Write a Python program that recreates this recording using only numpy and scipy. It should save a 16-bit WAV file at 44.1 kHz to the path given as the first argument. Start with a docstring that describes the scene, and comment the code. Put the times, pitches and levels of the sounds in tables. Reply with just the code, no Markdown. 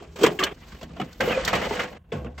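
"""Three quick shots by a van, heard close, in 2.4 s. First a rusty sill strip is dragged and wrenched off; next a
footwell panel is worked loose with knocks and scraping, then rings hollow once free; last, outdoors, a large
panel is set down on concrete with a boom falling in pitch. Knocks and scraping are noise-like swarms of contacts
filtered by each object's resonances, with sine pings, hums, cracks and creaks; low traffic rumble lies underneath."""
import sys
import numpy as np
from scipy import signal
from scipy.fft import rfft, irfft
from scipy.io import wavfile
from scipy.ndimage import uniform_filter1d

SR = 44100
rng = np.random.default_rng(int(sys.argv[2]) if len(sys.argv) > 2 else 0)


def int16_out(signal):
    """Quantize to a 16-bit WAV file."""
    q = np.round(np.clip(np.atleast_2d(signal).T, -1, 1) * 32767)
    wavfile.write(sys.argv[1], SR, q.astype(np.int16))


N = 105840
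STRIP_END_S, PANEL_END_S = .535, 1.985  # the shots change here

# Knocks on the sill strip: (time [s], clack level [dB], thud level [dB], tick level [dB], ping pitch [Hz],
# hum pitch [Hz], attack time constant [s], clack decay to -60 dB [s]); every knock table has these columns
STRIP_KNOCKS = [(0.022, -44.5, -40, -56, 940, 700, 0.0016, 0.12),
                (0.157, -35.5, -36, -44, 910, 490, 0.0034, 0.19),
                (0.185, -37.5, -32.5, -45.5, 2980, 416, 0.0042, 0.34),
                (0.208, -22.5, -22.5, -30, 3190, 410, 0.018, 0.13),
                (0.231, -9, -23, -13.5, 3220, 436, 0.0068, 0.044),
                (0.238, -13.5, -17.5, -31, 1046, 483, 0.00034, 0.16),
                (0.263, -15, -27.5, -27.5, 970, 560, 0.00085, 0.072),
                (0.39, -17.5, -25.5, -33, 1648, 373, 0.003, 0.17),
                (0.425, -15, -25.5, -40.5, 1210, 387, 0.0037, 0.059),
                (0.437, -18.5, -37, -21, 1596, 380, 0.00091, 0.069),
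                (0.463, -24.5, -39, -40.5, 1494, 440, 0.0067, 0.071)]
# Scraping of the strip: (time [s], clack level [dB], thud level [dB], tick level [dB], air level [dB]),
# one level per band; every rub table has these columns
STRIP_RUB = [(0.0, -52, -46, -64, -93), (0.174, -66.5, -57, -67.5, -73.5), (0.222, -53.5, -25, -48.5, -86),
             (0.33, -51.5, -36, -58, -64.5), (0.372, -55, -44, -58.5, -63), (0.47, -37, -51.5, -62.5, -73),
             (0.535, -54.5, -33.5, -61, -68)]
# Broad radiation of the strip: (frequency [Hz], density [dB per Hz])
STRIP_COLOUR = [(100, -29.5), (170, -9.5), (260, -11.5), (400, -17.5), (800, -13), (1200, -8),
                (3200, -12.5), (8000, -16)]
# Resonances of the strip: (frequency [Hz], width [Hz], level [dB])
STRIP_MODES = [(162, 45, -8), (342, 98, -8.5), (417, 52, -2.5), (1174, 260, -5.5), (1636, 30, -5),
               (2520, 700, -11), (3186, 140, -8), (4200, 88, -16.5)]


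def strip():
    """Forced vibration: knocks and friction excite the modes of the sill strip."""
    return handled(STRIP_KNOCKS, STRIP_RUB, STRIP_COLOUR, STRIP_MODES,
                   ring_db=0.5, air_db=-11.5, start=-1, end=STRIP_END_S)


LOOSE_S = 1.2  # the panel pops free and rings hollow from here
# Knocks on the footwell panel, held and loose: columns as for the strip's knocks
PANEL_KNOCKS = [(0.719, -36, -45, -51, 1540, 214, 0.0024, 0.068),
                (0.811, -36, -40, -44.5, 1030, 513, 0.0036, 0.082),
                (0.828, -36.5, -35, -42.5, 3300, 650, 0.0022, 0.097),
                (0.905, -41.5, -40.5, -79, 1210, 163, 0.0021, 0.044),
                (0.966, -39, -37, -59, 1380, 670, 0.0013, 0.12),
                (0.998, -26.5, -24, -44, 2950, 736, 0.0013, 0.11),
                (1.014, -25, -38, -43, 1266, 173.5, 0.0012, 0.048),
                (1.128, -41.5, -49, -38.5, 1500, 166, 0.003, 0.041),
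                (1.204, -11.5, -27.5, -26.5, 1577, 742, 0.0029, 0.079),
                (1.218, -59, -24, -58, 1800, 520, 0.0015, 0.19),
                (1.302, -22, -31, -45, 1595, 477, 0.0042, 0.14),
                (1.448, -58, -57, -19, 1185, 506, 0.0025, 0.061),
                (1.476, -14, -29, -24, 1904, 474, 0.0019, 0.12),
                (1.529, -13.5, -21.5, -32.5, 1280, 691, 0.0022, 0.17),
                (1.549, -19, -30.5, -30.5, 1160, 413, 0.0049, 0.12),
                (1.612, -22.5, -32, -39, 1990, 830, 0.0032, 0.11),
                (1.668, -43, -25, -48, 2020, 502, 0.0022, 0.03),
                (1.708, -13.5, -19.5, -36, 887, 412.5, 0.0048, 0.032),
                (1.765, -18.5, -33, -50, 1630, 800, 0.0068, 0.074),
                (1.792, -14.5, -31, -33, 1417, 560, 0.0061, 0.13),
                (1.832, -29, -39, -41, 1890, 319, 0.0016, 0.11)]
# Resonances of the panel, held and loose: (frequency [Hz], width [Hz], level [dB])
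PANEL_MODES = [(208, 83, -5), (499.7, 36, 3), (1092, 15, 1), (2040, 98, -3.5), (2944, 54, -2.5),
               (4400, 45, -5.5)]
# Scraping while held, then while loose: (time [s], clack, thud, tick and air level [dB])
HELD_RUB = [(0.535, -62, -54.5, -66, -75), (0.717, -54, -53.5, -59, -71), (0.801, -55.5, -50.5, -61.5, -70),
            (0.903, -61.5, -46, -67.5, -88), (1.049, -53, -46.5, -61.5, -70), (1.2, -59, -57.5, -62, -69)]
LOOSE_RUB = [(1.2, -41, -28.5, -53, -67), (1.266, -34, -30.5, -43, -46), (1.378, -35.5, -32, -43.5, -70),
             (1.448, -38.5, -36.5, -48, -79), (1.676, -35.5, -33.5, -45, -57.5),
             (1.71, -37, -33, -45.5, -57), (1.818, -40.5, -39.5, -45, -67),
             (1.937, -54.5, -46.5, -64.5, -73), (1.985, -49.5, -43.5, -62, -96)]
# Broad radiation while held, then while loose: (frequency [Hz], density [dB per Hz])
HELD_COLOUR = [(100, -5), (230, -1), (450, -12), (1000, -12.5), (3000, -16), (8000, -25.5)]
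LOOSE_COLOUR = [(100, -14), (220, -13.5), (500, -13), (900, -9), (2000, -9), (3300, -14.5), (8000, -24),
                (16000, -28)]


def panel():
    """Boundary conditions: one set of modes, with a weaker share while the panel is held than once free."""
    held = handled(PANEL_KNOCKS, HELD_RUB, HELD_COLOUR, PANEL_MODES,
                   ring_db=-9, air_db=-14, start=STRIP_END_S - .01, end=LOOSE_S + 0.0072)
    loose = handled(PANEL_KNOCKS, LOOSE_RUB, LOOSE_COLOUR, PANEL_MODES,
                    ring_db=-5, air_db=-14, start=LOOSE_S, end=PANEL_END_S)
    return held + loose


# Knocks of the large panel on concrete: columns as for the strip's knocks
GROUND_KNOCKS = [(2.121, -30, -26.5, -49, 1517, 452, 0.001, 0.29),
                 (2.245, -35, -34, -50, 1180, 490, 0.0018, 0.041),
                 (2.256, -34, -32.5, -58, 930, 238, 0.0082, 0.084),
                 (2.377, -32.5, -46, -43.5, 2090, 242, 0.0045, 0.18)]
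# Scraping on concrete: (time [s], clack level [dB], thud level [dB], tick level [dB], air level [dB])
GROUND_RUB = [(1.985, -71, -67.5, -121, -114), (2.17, -68, -59.5, -61.5, -71.5),
              (2.297, -67, -43.5, -78, -88), (2.4, -65, -67, -71, -89)]
# Broad radiation of the large panel: (frequency [Hz], density [dB per Hz])
GROUND_COLOUR = [(59, -32), (100, -4), (524, -15), (595, -14.5), (691, -14), (8280, -30), (16000, -46)]
# Resonances of the large panel: (frequency [Hz], width [Hz], level [dB])
GROUND_MODES = [(503, 18, -0.5), (1096, 45, -1.5), (1540, 120, -9.5), (1680, 19, -17), (2700, 69, -11)]


def set_down():
    """Impact excitation: the large panel's modes answer its contacts with the concrete."""
    return handled(GROUND_KNOCKS, GROUND_RUB, GROUND_COLOUR, GROUND_MODES,
                   ring_db=-6, air_db=-18.5, start=PANEL_END_S - .01, end=9)


CREST_DB, THUD_NOISE_DB = 6, -3  # clack peak over rms; noisy share of a thud
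THUD_LONGER, TICK_LONGER = 1.69, 0.69  # decay times of thud, and of tick and air, against the clack
PING_DB, PING_T60_S = -2.5, 0.047  # each knock pings at its own pitch
HUM_DB, HUM_CYCLES = 4, 39.6  # the body hums at a low one, for this many cycles to -60 dB
FLICKER_DB = 3.5  # scale of the random level changes in the scraping


def handled(knocks, rub, colour, modes, ring_db, air_db, start, end):
    """Source-filter principle: contact noise drives an object's responses; rows are mid and side."""
    t = np.arange(N) / SR
    push, out = np.zeros((4, N)), np.zeros((2, N))
    slower = np.array([[1], [THUD_LONGER], [TICK_LONGER], [TICK_LONGER]])
    for time, clack_db, thud_db, tick_db, ping_hz, hum_hz, attack, t60 in knocks:
        i = int(time * SR)
        age = t[:min(N - i, SR // 2)]
        rise = 1 - np.exp(-age / max(attack, .0003))
        band_db = np.array([[clack_db - CREST_DB], [thud_db + THUD_NOISE_DB], [tick_db], [tick_db + air_db]])
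        push[:, i:i + len(age)] += rise * undb(band_db - 60 * age / max(t60, .005) / slower)
        ping = np.sin(2 * np.pi * ping_hz * age) * undb(clack_db + PING_DB - 60 * age / PING_T60_S)
        hum = np.sin(2 * np.pi * hum_hz * age) * undb(thud_db + HUM_DB - 60 * age * hum_hz / HUM_CYCLES)
        out[0, i:i + len(age)] += rise * (ping + hum)

    rub = np.array(rub, float)
    shared_flicker = walk(150)
    for band, response in enumerate(body(colour, modes, ring_db)):
        flicker_db = FLICKER_DB * (shared_flicker + walk(70)) / 2
        slide = undb(np.interp(t, rub[:, 0], rub[:, band + 1]) + flicker_db)
        push[band] = np.hypot(push[band], slide)  # knocks and scraping add in power
        out += signal.fftconvolve(push[band] * grit(), response[None])[:, :N]
    out[0] += chips(push[0])
    fade_in = np.clip((t - start) / .004, 0, 1)
    fade_out = np.clip((end - t) / .012, 0, 1)
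    return out * fade_in * fade_out


# Bands of clack, thud, tick and air: (lower edge [Hz], upper edge [Hz])
BANDS_HZ = [(700, 3500), (110, 700), (3500, 8200), (11500, 16000)]


def body(colour, modes, ring_db):
    """Modal superposition: resonance peaks over a broad colour, one unit-energy response per band."""
    hz = np.fft.rfftfreq(8192, 1 / SR) + 1
    power = shape(colour, size=8192) ** 2
    for mode_hz, width, db in modes:
        power = power + undb(2 * (db + ring_db)) / (1 + (2 * (hz - mode_hz) / width) ** 2) ** 2
    responses = []
    for low, high in BANDS_HZ:
        low_cut = 1 + (low / hz) ** (8 + low // 300)
        high_cut = 1 + (hz / high) ** (8 + high // 300)
        response = causal(np.sqrt(power / low_cut / high_cut))
        responses.append(response / np.sqrt(np.sum(response ** 2)))
    return responses


GRIT_DB = 1.5  # scale of the uneven contact sizes


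def grit():
    """Friction as a random process: dense tiny contacts of uneven size, rms 1; rows are mid and side."""
    size_db = GRIT_DB * np.minimum(rng.exponential(size=N), 5)
    x = rng.standard_normal((2, N)) * undb(size_db)
    return x / x.std()


CHIPS_PER_S, CHIP_T60_S, CHIP_HZ = 330, 0.04, (420, 3200)
CHIP_DB, CHIP_SPREAD_DB = -6, 3  # least level against the handling; scale of the random excess above it


def chips(level):
    """Damped free vibration: loose contacts ping at random pitches, following the handling level."""
    out, age = np.zeros(N + 2048), np.arange(2048) / SR
    for when, pitch, size in rng.random((int(CHIPS_PER_S * N / SR), 3)):
        i = int(when * N)
        hz = CHIP_HZ[0] * (CHIP_HZ[1] / CHIP_HZ[0]) ** pitch
        db = CHIP_DB - CHIP_SPREAD_DB * np.log(max(size, .02)) - 60 * age / CHIP_T60_S
        out[i:i + 2048] += level[i] * np.sin(2 * np.pi * hz * age) * undb(db)
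    return out[:N]


CRACK_SPREAD, CRACK_RISE = 0.16, 0.04  # pitch step between partials; rise as a share of the decay
# Short hard cracks where a part snaps or lands:
# (time [s], level [dB], centre pitch [Hz], decay to -60 dB [cycles])
CRACKS = [(0.2379, 1, 410, 23.5), (0.389, -13.5, 2590, 87), (0.435, -7.5, 3630, 103),
          (1.793, -17, 2405, 96), (2.119, -25.5, 2870, 75)]


def cracks():
    """Transient release: each crack is three close partials that flare and die within tens of cycles."""
    t, out = np.arange(N) / SR, 0
    for (time, db, hz, cycles), chance in zip(CRACKS, rng.random((len(CRACKS), 2, 3, 1))):
        part = np.clip(t - time, 0, None) * hz / cycles  # age as a share of the decay
        tones = cycles * (1 + CRACK_SPREAD * (np.arange(3)[:, None] - 1.5 + chance[0]))
        flare = (1 - np.exp(-part / CRACK_RISE)) * undb(db - 60 * part)
        partials = np.sin(2 * np.pi * (tones * part + chance[1] / 2))
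        out = out + partials.sum(axis=0) / 2 * flare
    return out


CREAK_ROUGH_DB, CREAK_WOBBLE = 3.5, 0.045  # scale of random level [dB] and pitch [ratio] changes
# A rubbed edge holding one resonance:
# (time [s], length [s], start pitch [Hz], end pitch [Hz], level before roughness [dB])
CREAKS = [(0.4, 0.024, 1253, 1107, -24), (1.274, 0.034, 512.5, 523, -20), (1.287, 0.089, 2980, 2280, -32.5),
          (1.296, 0.04, 1542, 1653, -35), (1.348, 0.07, 500, 529, -24.5)]


def creaks():
    """Friction-driven resonance: each creak swells and fades as its pitch glides, wavering and rough."""
    t, out = np.arange(N) / SR, 0
    for time, length, from_hz, to_hz, db in CREAKS:
        part = np.clip((t - time) / length, 0, 1)
        hz = (from_hz + (to_hz - from_hz) * part) * (1 + CREAK_WOBBLE * walk(200))
        swell = np.sqrt(np.abs(np.sin(np.pi * part))) * (part < 1)
        rough = undb(db + CREAK_ROUGH_DB * walk(300))
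        out = out + swell * np.sin(2 * np.pi * np.cumsum(hz) / SR) * rough
    return out


BOOM_S, BOOM_DB, BOOM_SWELL_S = 2.122, -26, 0.022  # onset, overall gain, swell time constant
BOOM_FROM_HZ, BOOM_TO_HZ, BOOM_FALL_S = 476.6, 68.3, 0.01588  # fall of the lowest wave, time constant
BOOM_T60_S = 1.2  # of the lowest wave; higher ones die sooner
BOOM_WOBBLE, BOOM_ROUGH_DB = .05, 2.5  # scale of random pitch [ratio] and level changes
# Bending waves of the large panel: (pitch ratio at rest, relative level [dB])
BOOM_WAVES = [(1, -2), (1.9, -4.5), (3.3, -1)]


def boom():
    """Dispersion of bending waves: the landing panel wobbles, highs first and lows late and long."""
    age, out = np.clip(np.arange(N) / SR - BOOM_S, 0, None), 0
    for ratio, db in BOOM_WAVES:
        hz = ratio * BOOM_TO_HZ + (BOOM_FROM_HZ - BOOM_TO_HZ) * np.exp(-age / BOOM_FALL_S)
        hz = hz * (1 + BOOM_WOBBLE * walk(30 * ratio)) * (age > 0)
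        fade_db = db - 60 * age * ratio / BOOM_T60_S + BOOM_ROUGH_DB * walk(30 * ratio)
        out = out + np.sin(2 * np.pi * np.cumsum(hz) / SR) * undb(fade_db)
    return out * undb(BOOM_DB) * (1 - np.exp(-age / BOOM_SWELL_S))


# Level of the traffic rumble: (time [s], level [dB])
RUMBLE = [(0.0, -47.5), (1.09, -47), (1.55, -36.5), (2.1, -53.5)]
# Spectrum of the rumble: (frequency [Hz], relative density [dB per Hz])
RUMBLE_COLOUR = [(20, -15), (49, 1.5), (75, 2.5), (110, -11), (170, -6)]


def rumble():
    """Spectral shaping: low traffic and body rumble is Gaussian noise with a low-frequency spectrum."""
    colour = shape(RUMBLE_COLOUR + [(400, -57.5)], size=N)
    x = irfft(rfft(rng.standard_normal(N)) * colour, N)
    level_db = np.interp(np.arange(N) / SR, *np.array(RUMBLE, float).T)
    return x / x.std() * undb(level_db)


def undb(db):
    """Decibel law: level in dB to amplitude gain."""
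    return 10 ** (np.asarray(db, float) / 20)


def shape(table, size):
    """Logarithmic frequency scale: gain of (frequency [Hz], level [dB]) points on a transform's bins."""
    hz, db = np.array(table, float).T
    return undb(np.interp(np.log(np.fft.rfftfreq(size, 1 / SR) + 1), np.log(hz), db))


def causal(gain):
    """Minimum phase: folding the cepstrum gives the causal response with this gain."""
    cepstrum = irfft(np.log(gain + 1e-9))
    half = len(cepstrum) // 2
    cepstrum[1:half] *= 2
    cepstrum[half + 1:] = 0
    return irfft(np.exp(rfft(cepstrum)))[:half]


def walk(rate):
    """Smoothed random process: levels held 1 / rate s and slewed twice; spread near 1."""
    hold = int(SR / rate)
    steps = np.repeat(rng.standard_normal(N // 100), hold)[:N]
    return 1.3 * uniform_filter1d(uniform_filter1d(steps, hold), hold)


LEAN_HZ, LEAN = (400, 2500), 0.058  # the mids lean a little to the right
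# Side level of the handling against its mid: (frequency [Hz], level [dB])
SIDE_DB = [(60, -35), (200, -22), (380, -13.5), (650, -3), (1300, -7.5), (2400, -9), (4400, -2.5),
           (7500, -11), (12000, -11)]


def scene():
    """Mid-side superposition: three shots in turn; nearby surfaces reach the two ports differently."""
    mid, side = strip() + panel() + set_down()
    side = signal.fftconvolve(side, causal(shape(SIDE_DB, size=2048)))[:N]
    lean = signal.sosfilt(signal.butter(1, LEAN_HZ, "band", fs=SR, output="sos"), mid) * LEAN
    centre = mid + cracks() + creaks() + boom() + rumble()
    return centre + (side - lean) * np.array([[1], [-1]])


def record(dry):
    """Band limitation: the phone drops the deepest bass and cuts the top."""
    dry = signal.sosfilt(signal.butter(2, 32, "high", fs=SR, output="sos"), dry)
    return signal.sosfilt(signal.ellip(10, .2, 80, 16400, fs=SR, output="sos"), dry)


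dry = scene()
out = record(dry)
int16_out(out)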